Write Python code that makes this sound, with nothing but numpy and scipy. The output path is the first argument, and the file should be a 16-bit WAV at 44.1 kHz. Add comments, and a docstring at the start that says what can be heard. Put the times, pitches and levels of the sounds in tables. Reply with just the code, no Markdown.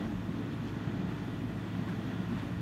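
"""A six-cylinder diesel grader creeps along a snowy street at steady revs, some way off. Throughout, sine tones
at shaft orders hum over a broad noise roar and rumble with two swelling resonances; filtered noise makes the
block's faint clatter and a treble hiss, and faint engine ticks ring the blade's modes. Heavier exhaust beats
soon thud as damped sines; then the blade drags in short scrapes of filtered grit grains, and later gives some
dull clunks of damped ringing."""
import sys
import numpy as np
from scipy import signal
from scipy.fft import rfft, irfft, next_fast_len
from scipy.io import wavfile
from scipy.ndimage import uniform_filter1d, map_coordinates

SR = 44100
rng = np.random.default_rng(int(sys.argv[2]) if len(sys.argv) > 2 else 0)


def dump(signal):
    """Clip the signal to [-1, 1] and save it as 16-bit WAV at the path in sys.argv[1]."""
    limited = np.clip(np.atleast_2d(signal).T, -1, 1)
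    pcm = np.round(limited * 32767).astype(np.int16)
    wavfile.write(sys.argv[1], SR, pcm)


N = 115101
T = np.arange(N) / SR  # time, s
SHAFT_HZ = 36.22  # crankshaft turns a second


def amp(db):
    """Decibels to linear gain."""
    return 10 ** (np.asarray(db) / 20)


def unit(x):
    """x scaled to an rms of 1."""
    return x / np.sqrt(np.mean(x ** 2) + 1e-20)


def curve(rows):
    """A (start_s, value) table drawn as straight lines, one value per sample."""
    return np.interp(T, *np.transpose(rows))


def wobble(rate):
    """A smooth random curve, rate knots a second."""
    knots = rng.standard_normal(int(N * rate / SR) + 4)
    return map_coordinates(knots, [T * rate])


def filtered(x, response):
    """x times a response of frequency, padded so that the ringing does not wrap round."""
    m = next_fast_len(N + SR // 2)
    return irfft(rfft(x, m) * response(np.fft.rfftfreq(m, 1 / SR)), m)[..., :N]


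def peak(centre_hz, width_hz):
    """The response of a causal resonance."""
    return lambda f: 1j * f * width_hz / (centre_hz ** 2 - f * f + 1j * f * width_hz)


def rush(spectrum, patchy_db):
    """Coloured noise of rms 1; its gain varies at random in patches of time and frequency."""
    z = signal.stft(rng.standard_normal(N), nperseg=512)[2]
    field = uniform_filter1d(rng.standard_normal(z.shape), 6, 0)  # blur over frequency
    field = uniform_filter1d(field, 10, 1)  # blur over time
    patchy = signal.istft(z * amp(patchy_db * unit(field)), nperseg=512)[1][:N]
    f, db = np.transpose(spectrum)
    log_f = np.log(f + 1)
    return unit(filtered(patchy, lambda hz: amp(np.interp(np.log(hz + 1), log_f, db))))


def hum(hz, waver_turns, level):
    """A resonance kept ringing by turbulence: a tone whose phase wanders."""
    phase_turns = hz * T + waver_turns * wobble(25)
    return np.sqrt(2) * amp(curve(level)) * np.sin(2 * np.pi * phase_turns)


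# Engine tones: shaft_multiple [turns of the shaft], level_db [dB rms before flutter]
SHAFT_TONES = [(2.5, -56), (3, -44), (7.5, -57), (8, -53), (11, -66), (12, -61), (18, -66), (18.5, -68),
               (19, -70), (23, -69), (29, -71), (32, -72), (39.5, -67), (46.5, -73), (54, -70)]
DRIFT_TURNS, FLUTTER_DB = 0.0073, 1.5  # unevenness of the crank angle and of each tone
FULL_FLUTTER_ORDER = 8  # orders below this flutter less


def orders():
    """Tones locked to the slightly uneven crank."""
    turns = SHAFT_HZ * T + DRIFT_TURNS * wobble(6.27)
    out = np.zeros(N)
    for order, level_db in SHAFT_TONES:
        flutter_db = FLUTTER_DB * min(order / FULL_FLUTTER_ORDER, 1) * wobble(5.05)
        tone = np.sin(2 * np.pi * (order * turns + rng.random()))
        out += np.sqrt(2) * amp(level_db + flutter_db) * tone
    return out


# Colour of the exhaust and intake: pitch_hz [Hz], density_db [relative dB per Hz]
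ROAR_SPECTRUM = [(120, -39), (170, -10.5), (200, 0), (225, -0.5), (296, -2.5), (345, -6), (389, -14.5),
                 (438, -17.5), (486, -21), (600, -22.5), (720, -21), (900, -29.5), (1200, -45),
                 (2000, -120)]
# Swell of the roar: start_s [s], level_db [dB rms before the chug]
ROAR_SWELL = [(0.03, -36), (0.15, -43), (0.38, -39), (0.88, -42), (0.91, -38.5), (0.95, -39), (1.77, -42),
              (1.79, -39), (1.83, -41), (2.22, -39), (2.27, -48.5), (2.32, -36.5), (2.37, -43.5),
              (2.47, -40), (2.56, -46.5), (2.58, -42.5)]
CHUG_DEPTH = 0.11  # swing of the roar either side of its level


def roar():
    """Broad exhaust and intake noise, chugging once an engine cycle (two turns)."""
    chug = 1 + CHUG_DEPTH * np.sin(np.pi * SHAFT_HZ * T)
    return amp(curve(ROAR_SWELL)) * chug * rush(ROAR_SPECTRUM, patchy_db=-0.3)


# Colour of the exhaust's deep end: pitch_hz [Hz], density_db [relative dB per Hz]
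RUMBLE_SPECTRUM = [(10, -45), (25, -29), (45, -28), (70, -10.5), (90, -10.5), (106, -10), (125, -2),
                   (150, -1), (175, -4.5), (210, -14), (300, -120)]
# Swell of the rumble: start_s [s], level_db [dB rms of its strongest band]
RUMBLE_SWELL = [(0.03, -41.5), (0.22, -49), (0.28, -47), (0.43, -44), (0.66, -41.5), (0.69, -57),
                (0.76, -37), (0.84, -53), (0.87, -37), (0.95, -47), (1.06, -40.5), (1.21, -46),
                (1.23, -45.5), (1.41, -41), (1.69, -49), (1.78, -41), (1.89, -44.5), (1.95, -39),
                (2.16, -45), (2.58, -40.5)]
RUMBLE_OVER_DB = 0.5  # whole rumble over its strongest band


def rumble():
    """Deep exhaust noise that swells and sinks."""
    return amp(curve(RUMBLE_SWELL) + RUMBLE_OVER_DB) * rush(RUMBLE_SPECTRUM, patchy_db=0.06)


# Swell of the pipe resonance: start_s [s], level_db [dB rms]
BOOM_SWELL = [(0.05, -80), (0.16, -39), (0.4, -52), (0.79, -48), (0.84, -41), (0.93, -72), (0.99, -38.5),
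              (1.23, -42), (1.26, -62), (1.43, -37.5), (1.46, -53), (1.51, -45.5), (1.73, -44.5),
              (1.78, -40), (2.0, -50), (2.38, -39), (2.44, -53), (2.55, -42.5)]


def boom():
    """A pipe resonance near the fifth order, wavering in phase."""
    return hum(180, 0.098, BOOM_SWELL)  # Hz, turns


# Swell of the body resonance: start_s [s], level_db [dB rms]
THROB_SWELL = [(0.05, -50), (0.18, -45), (0.22, -53), (0.37, -52), (0.46, -61), (0.75, -47), (0.84, -66),
               (1.0, -51), (1.47, -55), (1.52, -48), (1.66, -62), (2.09, -50), (2.12, -61), (2.29, -56),
               (2.32, -47), (2.55, -60)]


def throb():
    """A deep body resonance, wavering more widely in phase."""
    return hum(58.6, 0.23, THROB_SWELL)  # Hz, turns


# Colour of the engine block and panels: pitch_hz [Hz], density_db [relative dB per Hz]
BLOCK_SPECTRUM = [(240, -31), (400, -7.5), (435, -0.5), (479, -4.5), (585, -4.5), (664, -5), (731, -7.5),
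                  (821, -3), (1310, -5.5), (1440, -5.5), (1530, -7.5), (1910, -5), (2150, -12.5),
                  (2400, -10), (2900, -13), (3500, -12.5), (3800, -19), (4400, -21.5), (5000, -28),
                  (6500, -31), (7400, -33), (8000, -45), (11000, -120)]
# Swell of the clatter: start_s [s], level_db [dB rms of its upper half]
BLOCK_SWELL = [(0.05, -55.5), (0.1, -58.5), (0.52, -57), (0.54, -55), (0.54, -58), (0.96, -56), (1.08, -58),
               (1.09, -56), (1.47, -58), (1.92, -56), (2.37, -56), (2.39, -54), (2.55, -57)]
BLOCK_OVER_DB = 7  # whole clatter over its upper half
FIRING_DEPTH = .05  # share of the clatter that pulses with the firings


def clatter():
    """Mechanical noise through the block, pulsing gently with the firings, three a turn."""
    pulse = 1 + FIRING_DEPTH * np.sin(2 * np.pi * 3 * SHAFT_HZ * T)
    level_db = curve(BLOCK_SWELL) + BLOCK_OVER_DB + 0.31 * wobble(14)
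    return amp(level_db) * pulse * rush(BLOCK_SPECTRUM, patchy_db=0.7)


# Colour of the fan, air and snow under the tyres: pitch_hz [Hz], density_db [relative dB per Hz]
HISS_SPECTRUM = [(2060, -48), (3500, -9.5), (4850, -9), (6580, -10), (7400, -14), (8000, -15), (8720, -13),
                 (10100, -18), (11800, -14), (15600, -21)]
# Swell of the hiss: start_s [s], level_db [dB rms before a slight wobble]
HISS_SWELL = [(0.05, -67), (0.59, -68), (1.0, -69), (1.18, -67.5), (1.38, -67.5), (1.87, -67.5),
              (1.88, -66), (2.19, -67.5), (2.46, -66), (2.55, -68)]


def hiss():
    """Smooth treble noise of the fan, air and snow under the tyres."""
    level_db = curve(HISS_SWELL) + 0.15 * wobble(10)
    return amp(level_db) * rush(HISS_SPECTRUM, patchy_db=1.5)


# Ringing modes of the blade, for ticks and clunks:
# pitch_hz [Hz], level_db [relative dB], t60_s [s to fall 60 dB]
BLADE_MODES = [(640, 0, .035), (1090, 3, .03), (1490, 2, .03), (1900, -2, .02), (3100, -10, .015)]
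TICKS_PER_S, TICK_DB = 180, -63  # mean rate; rms level of the whole layer, dB


def ticks():
    """Faint engine ticks within the clatter: random taps of uneven size ring the blade's modes."""
    t = T[:SR // 20]
    ring = np.zeros(len(t))
    for pitch_hz, level_db, t60_s in BLADE_MODES:
        ring += amp(level_db - 60 * t / t60_s) * np.sin(2 * np.pi * pitch_hz * t)
    taps = rng.standard_normal(N) * (rng.random(N) < TICKS_PER_S / SR)
    return amp(TICK_DB) * unit(signal.fftconvolve(taps, ring)[:N])


# Heavier exhaust beats: start_s [s], level_db [dB before attack and decay], pitch_hz [Hz]
EXHAUST_BEATS = [(0.281, -20, 165), (.4, -28, 250), (0.444, -27, 188), (.512, -32, 150), (.53, -25.5, 290),
                 (0.614, -29, 230), (.75, -36, 130), (0.874, -25, 135), (.91, -37, 260), (.99, -23.5, 175),
                 (1.17, -31, 179), (1.42, -29, 198), (1.778, -24, 191), (1.81, -29, 170), (1.836, -33, 200),
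                 (1.895, -26, 180), (1.983, -38, 220), (2.19, -25, 178), (2.29, -27, 202),
                 (2.321, -27, 199), (2.52, -25, 120), (2.57, -20.5, 119)]
THUD_ATTACK_S, THUD_T60_S = 0.0072, 0.079  # rise time constant; time to fall 60 dB


def thuds():
    """Each heavier beat rings the pipe for a few cycles."""
    out = np.zeros(N)
    for start_s, level_db, pitch_hz in EXHAUST_BEATS:
        t = np.maximum(T - start_s, 0)
        attack = 1 - np.exp(-t / THUD_ATTACK_S)
        out += amp(level_db - 60 * t / THUD_T60_S) * attack * np.sin(2 * np.pi * pitch_hz * t)
    return out


# Blade scrapes: start_s [s], length_s [s], level_db [dB rms of the grit before shaping], pitch_hz [centre, Hz]
BLADE_SCRAPES = [(.515, .04, -61, 3000), (.62, .14, -69, 5500), (.633, .012, -61, 3200),
                 (.672, .03, -57, 2700), (.668, .04, -64, 4600), (1.115, .05, -55, 1300),
                 (1.18, .05, -67, 4500), (1.879, .035, -49, 1400), (1.882, .03, -60, 3200),
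                 (1.885, .03, -75, 11000), (1.92, .03, -53, 1400), (2.385, .03, -53, 1800),
                 (2.45, .03, -55, 900), (2.51, .03, -77, 11000)]
GRAINS_PER_S = 1400  # mean rate of grit grains


def scrapes():
    """Random grit grains through a thrice-applied resonance, shaped into quick-rising bursts."""
    out = np.zeros(N)
    for start_s, length_s, level_db, pitch_hz in BLADE_SCRAPES:
        grit = rng.standard_normal(N) * (rng.random(N) < GRAINS_PER_S / SR)
        band = peak(pitch_hz, 0.8 * pitch_hz)
        grating = unit(filtered(grit, lambda f: band(f) ** 3))
        progress = np.clip((T - start_s) / length_s, 0, 1)
        burst = np.sin(np.pi * progress ** 0.47)  # the power brings the crest forward
        out += amp(level_db) * burst * grating
    return out


# Blade clunks: start_s [s], level_db [dB, 10 above the reference of the modes]
BLADE_CLUNKS = [(1.752, -43), (1.879, -34.5), (1.924, -41), (2.388, -41)]


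def clunks():
    """Dull knocks ring the blade's damped modes, each mode varying a little in strength."""
    out = np.zeros(N)
    for start_s, level_db in BLADE_CLUNKS:
        t = np.maximum(T - start_s, 0)
        for pitch_hz, mode_db, t60_s in BLADE_MODES:
            strike_db = level_db - 10 + mode_db + rng.normal(0, 1.4)
            out += amp(strike_db - 60 * t / t60_s) * np.sin(2 * np.pi * pitch_hz * t)
    return out


def scene():
    """All the layers summed to one channel."""
    engine = orders() + roar() + rumble() + boom() + throb() + clatter() + thuds()
    blade = ticks() + scrapes() + clunks()
    return (engine + hiss() + blade)[None]


def record(dry):
    """A sharp band limit: nothing passes at or above 15780 Hz."""
    return filtered(dry, lambda hz: hz < 15780)


dry = scene()
out = record(dry)
dump(out)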